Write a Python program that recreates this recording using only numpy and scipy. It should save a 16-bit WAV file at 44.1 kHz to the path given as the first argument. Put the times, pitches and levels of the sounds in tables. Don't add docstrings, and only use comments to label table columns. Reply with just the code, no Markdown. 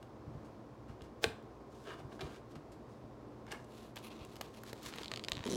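import sys
import numpy as np
from scipy import signal
from scipy.fft import rfft, irfft
from scipy.io import wavfile
from scipy.ndimage import uniform_filter1d

SR = 44100
rng = np.random.default_rng(int(sys.argv[2]) if len(sys.argv) > 2 else 0)


def wrap_up_sound(samples):
    columns = np.atleast_2d(samples).T
    tamed = np.clip(columns, -1, 1)
    steps = np.round(tamed * 32767).astype(np.int16)
    wavfile.write(sys.argv[1], SR, steps)


N = 245186
TIME_S = np.arange(N) / SR
EVENT_S = np.arange(8192) / SR

# start in seconds, edge crack in dB, table ring in dB, chatter from 0 to 1.
CLACKS = [(1.2416, -21.5, -28, 0.08), (1.2436, -30, -38.5, 0.54)]
# start in seconds, length in seconds, level in dB.
SLIDES = [(1.691, 0.16, -73.5), (1.847, 0.087, -51.5), (1.965, 0.03, -65), (1.995, 0.076, -88),
          (2.09, 0.071, -70.5), (2.18, 0.036, -57.5), (2.206, 0.16, -63), (2.481, 0.036, -71),
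          (2.87, 0.063, -78.5), (3.468, 0.031, -59), (3.504, 0.042, -54.5), (3.568, 0.057, -77.5)]
# start in seconds, level in dB, contact time in seconds.
TAPS = [(2.127, -50.5, .0009), (2.1955, -48, 0.00072), (2.209, -42, 0.00013), (2.2131, -44, 0.00027),
        (2.2194, -40.5, .0005), (2.232, -49, 0.0011)]
# start in seconds, level in dB, main resonance in Hz, bass in dB.
CRACKS = [(4.926, -47, 3140, 7), (4.938, -42, 4400, 3), (4.9848, -39, 3800, 0.5), (5.033, -43.5, 4530, -17),
          (5.0453, -45, 4540, -10), (5.0585, -42, 4440, -8), (5.0815, -41, 4530, -14),
          (5.1163, -34, 3810, 2), (5.1378, -35, 3940, -1), (5.1605, -39, 4300, -16),
          (5.174, -39.5, 4380, -2), (5.1952, -42.5, 4120, -2), (5.239, -39, 4440, -8.5),
          (5.2477, -39.5, 4700, -9), (5.2847, -32, 3700, -3.5), (5.319, -28, 3830, -3.5),
          (5.333, -43, 4600, -13), (5.353, -43, 4570, -8), (5.3691, -40.5, 3760, -4), (5.379, -44, 3660, 3),
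          (5.392, -44.5, 3730, 2), (5.407, -47, 3530, 4), (5.4293, -48, 3800, 11), (5.4399, -40, 3660, 2)]
# start and end in seconds, slips per second,
# then level, bass, treble and thump in dB.
RIPS = [(5.4532, 5.482, 92, -37, 0, -7.5, -37.5), (5.4995, 5.565, 124, -37, -6, 3, -36)]
# start and length in seconds, then level, treble, whistle and
# singing in dB, singing pitch in Hz.
RUBS = [(3.657, 0.28, -67.5, -4.5, -12.5, -8, 2880), (3.951, 0.061, -64, -6, -17, -1, 2800),
        (4.022, 0.072, -61.5, -7, -1.5, 1.5, 2750), (4.099, 0.038, -66.5, -14, -14, 7.5, 2720),
        (4.135, 0.063, -66.5, -20, -21, -11, 2750), (4.182, 0.082, -67, -16, -17, 4.5, 2780),
        (4.306, 0.039, -72, -7, -3, -1, 2800), (4.414, 0.077, -68.5, -11, -14, -6, 2800),
        (4.531, 0.062, -65, -11, -8, -14, 2760), (4.649, 0.073, -59, -5.5, -13, -5, 3870),
        (4.738, 0.2, -67.5, -8, -33, -23, 3500), (4.833, 0.079, -54, -3, -15, -15, 3500),
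        (4.895, 0.19, -56, -11.5, -25, -27, 3540), (5.06, 0.15, -66, -23, -30, -20, 3500),
        (5.283, 0.67, -62, -25, -39, -24, 3500), (5.438, 0.12, -55.5, -5, -24, -25, 3300)]
# start in seconds, level in dB, length in seconds, bass in dB, treble in dB.
SCUFFS = [(0.027, -54, 0.0026, -5, 3), (0.447, -66, 0.021, 4.5, 7), (0.881, -62.5, 0.044, 5.5, 1),
          (1.0085, -53, 0.0024, 7, -12), (1.019, -55, 0.0039, -8, -2), (1.035, -64.5, 0.025, 1, 1),
          (1.997, -58, 0.016, 5, -8), (2.118, -56, 0.013, 8, -16), (2.192, -52, 0.0088, 2, -10),
          (2.207, -48, 0.012, -7, -5), (2.516, -63, 0.005, 11, -4), (2.551, -56.5, 0.016, 2, 1),
          (2.717, -64, 0.022, -0.5, 7.5), (3.013, -63, 0.005, 8, -10), (3.466, -55, 0.0034, 6, 2),
          (3.478, -54, 0.0074, 4, -17), (3.508, -52, 0.013, -3, -8), (3.517, -44.5, 0.005, -5, 5),
          (3.523, -41.5, 0.004, 0.5, 3.5), (3.543, -53, 0.014, 5, -16), (3.644, -63, 0.0038, 1, 14),
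          (3.958, -50, 0.0046, 1, 7), (3.967, -45, 0.0048, -9, -6), (3.9745, -43.5, 0.0019, -5, -11),
          (3.988, -54, 0.00086, -5, 13), (4.25, -54.5, 0.0023, 2, 16), (4.356, -51.5, 0.0026, -11, -1),
          (4.3646, -53, 0.005, -10, 1), (4.4105, -37.5, 0.0038, -3, 2), (4.635, -46.5, 0.0024, 6, 12),
          (4.73, -42, 0.0028, -1, 1.5), (4.828, -56, 0.011, -16, 5), (4.958, -48, 0.0045, 2, 4),
          (5.296, -53, 0.0032, -9, 11)]
# start in seconds, level in dB, pitch in Hz.
KNOCKS = [(0.277, -44.5, 113), (0.351, -48.5, 130), (0.371, -49, 96), (0.899, -48, 103), (1.021, -50, 89),
          (1.262, -43, 97), (1.274, -42, 215), (1.949, -48, 335), (2.003, -45.5, 680), (2.015, -54, 161),
          (2.05, -47, 115), (2.143, -48, 349), (2.232, -48, 162), (2.275, -45, 370), (2.244, -46, 80),
          (2.564, -47, 155), (3.04, -45.5, 300), (4.214, -49, 76.6), (4.412, -44, 890), (4.732, -40, 495),
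          (5.013, -43.5, 460), (5.324, -51, 82), (5.371, -45.5, 120), (5.402, -45, 93), (5.4886, -37, 320)]

# frequency in Hz, width in Hz, level in dB.
TABLE_MODES = [(355, 92, 0), (453, 36, 10), (690, 70, 1), (785, 80, 0.5), (1092, 83, -4.5), (1550, 90, -4),
               (1742, 84, -5), (2140, 78, -3), (3570, 230, -18)]
PRESSED_STACK_MODES = [(390, 84, 11.5), (697, 65, 3.5), (1275, 180, 3.5), (1625, 170, 3.5),
                       (2290, 170, -7.5), (2864, 64, 1.5), (3450, 120, -14), (4700, 460, -14)]
LOOSE_STACK_MODES = [(376, 31, 13.5), (730, 42, 9), (955, 100, -8), (1230, 93, 0.5), (1620, 170, -12),
                     (2120, 70, 0.5), (2390, 70, 0), (3100, 170, -5), (3520, 250, 0), (3900, 120, 5),
                     (5240, 340, -19)]
LYING_SLEEVE_MODES = [(830, 140, 0), (1210, 160, 0), (1720, 110, 6), (2200, 86, 5.5), (2800, 110, 0),
                      (3640, 130, -11), (4530, 120, -9), (5000, 80, -3)]
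HELD_SLEEVE_MODES = [(617, 77, 6), (1094, 106, 10), (1920, 260, 4), (2670, 1240, 9.5), (3630, 480, 9),
                     (5670, 460, 2), (6630, 220, -1), (10500, 1200, -13.5)]
PANEL_MODES = [(236, 37, 1), (320, 270, 5.5), (398, 87, 4), (535, 160, -25)]
FLAP_MODES = [(3900, 600, -5), (6000, 650, 4), (10400, 900, -11)]
SNAP_MODES = [(1040, 370, 2.5), (1680, 780, -4), (3170, 900, -8), (11600, 2100, -16.5)]
COATING_MODES = [(1170, 170, 4), (2820, 230, 10), (3360, 180, 5)]
WHISTLE_MODES = [(10400, 1700, 0), (13300, 2500, -5)]

# frequency in Hz, gain in dB.
EDGE_EQ = [(150, -44), (500, -6), (1100, -8), (1580, 2.5), (1900, 3.5), (2300, 5), (3000, -4.5), (3700, 0),
           (5000, -9), (6500, -14), (7400, -9.5), (10000, -21.5), (16000, -31)]
BRUSH_EQ = [(250, -3), (450, 8), (900, 3), (2500, -4), (5500, -3), (7500, -7), (10000, -15), (16000, -13)]
SLIDE_EQ = [(150, -16), (400, 13), (600, -1), (900, -14), (1500, -1), (2300, -6), (3200, -8.5),
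            (4300, -14.5), (6470, -21.5), (16000, -38)]
RIP_EQ = [(530, -34), (900, 10), (1510, -3), (1830, -1), (2420, 7), (2760, -12), (3040, 7.5), (4250, 5),
          (4860, -9), (6030, 5), (7860, -1.5), (10400, -5), (12400, -23), (16000, -31)]
RUB_EQ = [(700, -5.5), (1050, 2.5), (1500, -1), (2100, 1.5), (3000, -3), (4400, -2.5), (6000, -3.5),
          (8000, -7), (11000, -17), (16000, -17)]
SCUFF_EQ = [(150, -25), (450, 5), (800, 10.5), (1300, 8.5), (2200, 7), (3800, 3), (5500, 0), (8000, -5),
            (16000, -25)]
AIR_EQ = [(15, -51), (25, -27), (48, -7.5), (92, -9), (114, -2), (185, -11), (223, -2.5), (263, -8.5),
          (293, -3), (754, -12.5), (818, -15), (1040, -15), (1650, -27), (3000, -35.5), (5200, -38),
          (7510, -45), (10500, -50.5), (16000, -53.5)]
TABLE_EQ = [(100, -31), (200, -15), (320, 8)]
TAP_EQ = [(120, -15), (340, 0.5), (2000, 4)]
ROOM_EQ = [(100, 4), (450, -0.5), (1000, 6), (1800, -2), (4000, -4.5), (10000, 0)]

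# frequency in Hz, level in dB.
HUM = [(59.8, -68), (119.7, -64), (220, -65.5), (295, -68.5), (360, -99), (1066.5, -74)]
# frequency in Hz, time to fall 60 dB in seconds.
ROOM_T60 = [(100, 0.21), (500, 0.32), (2000, 0.37), (4000, 0.34), (10000, 0.24)]

REACH_S, HELD_S = 3.3, 3.96
SLIP_ATTACK_S, SLIP_DECAY_S = 0.0005, 0.00059
PUSH_DB, PUSH_BASS_DB, PUSH_TREBLE_DB, PUSH_RING_DB = (-75, -49.5), (8.5, 2), (2.5, -17.5), (-15, 7.5)


def clack():
    out = np.zeros(N)
    for start_s, crack_db, ring_db, chatter in CLACKS:
        contact = chatter * rng.standard_normal(len(EVENT_S)) * np.exp(-EVENT_S / 0.0014)
        contact[0] -= 1
        edge = disperse(colour(contact, EDGE_EQ), 0.00012)
        add(out, start_s, undb(crack_db) * unit(edge, 0.0019))
        top = colour(ring(TABLE_MODES, scatter=0.0074), TABLE_EQ)
        add(out, start_s + 0.00104, undb(ring_db) * unit(top, 0.0064))
    from_peak_s = TIME_S - (CLACKS[0][0] - 0.005)
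    swell = np.exp(np.minimum(from_peak_s / 0.0063, -from_peak_s / 0.0021))
    brush = colour(grit(N, rate_hz=46000, spread_db=2), BRUSH_EQ)
    return out + undb(-38) * swell * unit(brush)


def slides(attack_s=0.037, release_s=0.02):
    out = np.zeros(N)
    catches = grit(N, rate_hz=5000, spread_db=-1) * undb(0.98 * wander(90))
    stack = resonate(catches, PRESSED_STACK_MODES, scatter=0.0035)
    sleeve = resonate(catches, LYING_SLEEVE_MODES, scatter=0.0035)
    friction = unit(colour(catches, SLIDE_EQ))
    high = band(friction, 5150, 19845)
    for start_s, length_s, db in SLIDES:
        bass_db = np.interp(db, PUSH_DB, PUSH_BASS_DB)
        treble_db = np.interp(db, PUSH_DB, PUSH_TREBLE_DB)
        ring_db = np.interp(db, PUSH_DB, PUSH_RING_DB)
        drag = friction + undb(ring_db) * (stack if start_s < REACH_S else sleeve)
        low, middle = band(drag, 353, 1290), band(drag, 1180, 3900)
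        age_s = TIME_S - start_s
        push = np.clip(age_s / attack_s, 0, 1) * np.exp(-np.maximum(age_s - length_s, 0) / release_s)
        out += undb(db) * push * (middle + undb(bass_db) * low + undb(treble_db) * high)
    return out


def taps():
    out = np.zeros(N)
    for start_s, db, contact_s in TAPS:
        force = np.exp(-EVENT_S / contact_s)
        tap = colour(resonate(force, LOOSE_STACK_MODES, scatter=0.011), TAP_EQ)
        add(out, start_s, undb(db) * unit(tap, 0.0079))
    return out


def cracks():
    out = np.zeros(N)
    for start_s, db, hz, bass_db in CRACKS:
        treble_db = -2 + 0.38 * (db + 38)
        flick = ring(HELD_SLEEVE_MODES, scale=hz / HELD_SLEEVE_MODES[4][0], scatter=0.057)
        flick = shelves(flick * rise(0.00008), bass_db, treble_db)
        flick = undb(db) * unit(disperse(flick, 0.000336), 0.0022)
        add(out, start_s - 0.0002, flick)
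        add(out, start_s + 0.003, undb(-17.5) * shelves(flick, 2.7, -1.8))
    return out


def rips(max_slips=10):
    out = np.zeros(N)
    envelope = rise(SLIP_ATTACK_S) ** 2 * np.exp(-EVENT_S / SLIP_DECAY_S)
    for slip_s, end_s, rate_hz, db, bass_db, treble_db, thump_db in RIPS:
        for late, weak, heavy, lag in rng.standard_normal((max_slips, 4)):
            fibres = grit(len(EVENT_S), rate_hz=30000, spread_db=4) * envelope
            rasp = resonate(fibres, FLAP_MODES, scatter=0.03)
            spray = unit(colour(fibres, RIP_EQ)) + undb(-9) * rasp
            spray = unit(shelves(spray, bass_db, treble_db, bass_hz=1850), 0.00094)
            swing = unit(ring(PANEL_MODES, scatter=0.1) * rise(0.0032), 0.006)
            if slip_s < end_s:
                add(out, slip_s, undb(db - 2 * np.tanh(weak)) * spray)
                swing_s = slip_s + 0.002 + 0.003 * abs(lag)
                add(out, swing_s, undb(thump_db + 2.5 * np.tanh(heavy)) * swing)
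            slip_s += (1 + 0.02 * late) / rate_hz
    return out


def rubs():
    catches = grit(N, rate_hz=3500, spread_db=-2.5) * undb(1.17 * wander(110))
    drag = unit(colour(catches, RUB_EQ))
    hiss = band(drag, 6000, 19000)
    body = undb(-3.5) * band(drag, 250, 2060) + band(drag, 1760, 4200)
    whistle = band(resonate(catches, WHISTLE_MODES), 8000, 19000)
    strokes = np.zeros(N)
    for start_s, length_s, db, treble_db, whistle_db, singing_db, hz in RUBS:
        singing = resonate(catches, COATING_MODES, scale=hz / COATING_MODES[1][0])
        stroke = body + undb(treble_db) * hiss + undb(whistle_db) * whistle + undb(singing_db) * singing
        progress = np.clip((TIME_S - start_s) / length_s, 0, 1)
        arch = np.abs(np.sin(np.pi * progress)) ** 0.92
        strokes += undb(db) * arch * stroke
    creep = undb(-70) * (body + undb(-4.5) * hiss)
    rumble = undb(-61.5) * band(resonate(catches, PANEL_MODES), 160, 580)
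    held = np.interp(TIME_S, [HELD_S, HELD_S + 0.031], [0, 1])
    return strokes + held * (creep + rumble)


def scuffs(lift_s=(3.6, 3.9)):
    out = np.zeros(N)
    for start_s, db, length_s, bass_db, treble_db in SCUFFS:
        age = EVENT_S / max(length_s, 0.001)
        burst = grit(len(EVENT_S), rate_hz=14000, spread_db=-6) * np.sqrt(age) * np.exp(-age * 2.03)
        hollow = resonate(burst, PRESSED_STACK_MODES if start_s < REACH_S else LYING_SLEEVE_MODES)
        snap = resonate(burst, SNAP_MODES)
        hollow_db = np.interp(start_s, lift_s, [-3, -29])
        snap_db = np.interp(start_s, lift_s, [-15, 1])
        scuff = unit(colour(burst, SCUFF_EQ)) + undb(hollow_db) * hollow + undb(snap_db) * snap
        add(out, start_s, undb(db) * unit(shelves(scuff, bass_db, treble_db), length_s))
    return out


def knocks():
    out = np.zeros(N)
    for start_s, db, hz in KNOCKS:
        thud = ring([(hz, hz * 0.79, 0), (hz * 1.74, hz * 0.62, -12)]) * rise(0.5 / hz)
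        add(out, start_s, undb(db) * unit(thud, 1.95 / hz))
    return out


def fan():
    air = unit(colour(rng.standard_normal(N), AIR_EQ))
    out = undb(-53.5 + 0.5 * wander(5.53)) * air
    for hz, db in HUM:
        phase = 2 * np.pi * np.cumsum(hz + 1.57 * wander(12)) / SR
        out += undb(db + 2 * wander(6.44)) * np.sqrt(2) * np.sin(phase)
    return out


def room(x):
    noise, tail = rng.standard_normal(SR // 2), 0
    age_s = np.arange(len(noise)) / SR
    edges_hz = np.geomspace(50, 18000, 9)
    for lo_hz, hi_hz in zip(edges_hz, edges_hz[1:]):
        decay = undb(-60 * age_s / on_log(np.sqrt(lo_hz * hi_hz), ROOM_T60))
        tail += band(noise, lo_hz, hi_hz) * np.sqrt(hi_hz - lo_hz) * decay
    onset = np.interp(age_s, [0.002, 0.004], [0, 1])
    tail = unit(tail * onset, 1 / SR)
    return colour(signal.fftconvolve(x, tail)[:N], ROOM_EQ)


def grit(size, rate_hz, spread_db):
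    caught = rng.random(size) < rate_hz / SR
    strength = undb(spread_db * np.minimum(rng.exponential(size=size), 4))
    return unit(caught * strength * rng.standard_normal(size))


def ring(modes, scale=1, scatter=0.0085):
    hz, width_hz, db = np.transpose(modes)[:, :, None]
    hz = hz * scale * (1 + scatter * rng.standard_normal(hz.shape))
    envelopes = undb(db) * width_hz * np.exp(-np.pi * width_hz * EVENT_S)
    return np.sum(envelopes * np.sin(2 * np.pi * hz * EVENT_S), axis=0)


def resonate(force, modes, **tuning):
    return unit(signal.fftconvolve(force, ring(modes, **tuning))[:len(force)])


def disperse(x, delay_s):
    hz = np.arange(len(x) // 2 + 1) * SR / len(x)
    return irfft(rfft(x) * np.exp(-4j * np.pi * delay_s * np.sqrt(3000 * hz)), len(x))


def colour(x, points):
    size = len(EVENT_S)
    hz = np.arange(size // 2 + 1) * SR / size
    cepstrum = irfft(np.log(undb(on_log(hz, points))))
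    cepstrum[1:size // 2] *= 2
    cepstrum[size // 2 + 1:] = 0
    return signal.fftconvolve(x, irfft(np.exp(rfft(cepstrum))))[:len(x)]


def shelves(x, bass_db, treble_db, bass_hz=1500):
    return colour(x, [(bass_hz, bass_db), (bass_hz * 2, 0), (3180, 0), (7620, treble_db)])


def band(x, lo_hz, hi_hz):
    return unit(signal.sosfilt(signal.butter(3, [lo_hz, hi_hz], "band", fs=SR, output="sos"), x))


def wander(rate_hz):
    hold = int(SR / rate_hz)
    steps = np.repeat(rng.standard_normal(N // hold + 1), hold)
    return 1.29 * uniform_filter1d(uniform_filter1d(steps, hold), hold)[:N]


def rise(tau_s):
    return 1 - np.exp(-EVENT_S / tau_s)


def on_log(hz, points):
    points_hz, values = np.transpose(points)
    return np.interp(np.log(np.maximum(hz, 1)), np.log(points_hz), values)


def undb(db):
    return 10 ** (np.asarray(db) / 20)


def unit(x, span_s=None):
    return x / np.sqrt(np.sum(x ** 2) / (span_s * SR if span_s else len(x)) + 1e-20)


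def add(out, start_s, x):
    i = int(start_s * SR)
    out[i:i + len(x)] += x[:max(N - i, 0)]


def scene():
    landing = clack()
    handling = slides() + taps() + scuffs() + knocks() + rubs() + cracks() + rips()
    send_db = np.interp(TIME_S, [3.6, 3.95], [-7, -15])
    reverb = room(undb(-10) * landing + undb(send_db) * handling)
    return (landing + handling + reverb + fan())[None]


def record(dry):
    dry = signal.sosfilt(signal.butter(2, 35, "high", fs=SR, output="sos"), dry)
    return signal.sosfilt(signal.ellip(8, 0.2, 70, 16200, fs=SR, output="sos"), dry)


dry = scene()
out = record(dry)
wrap_up_sound(out)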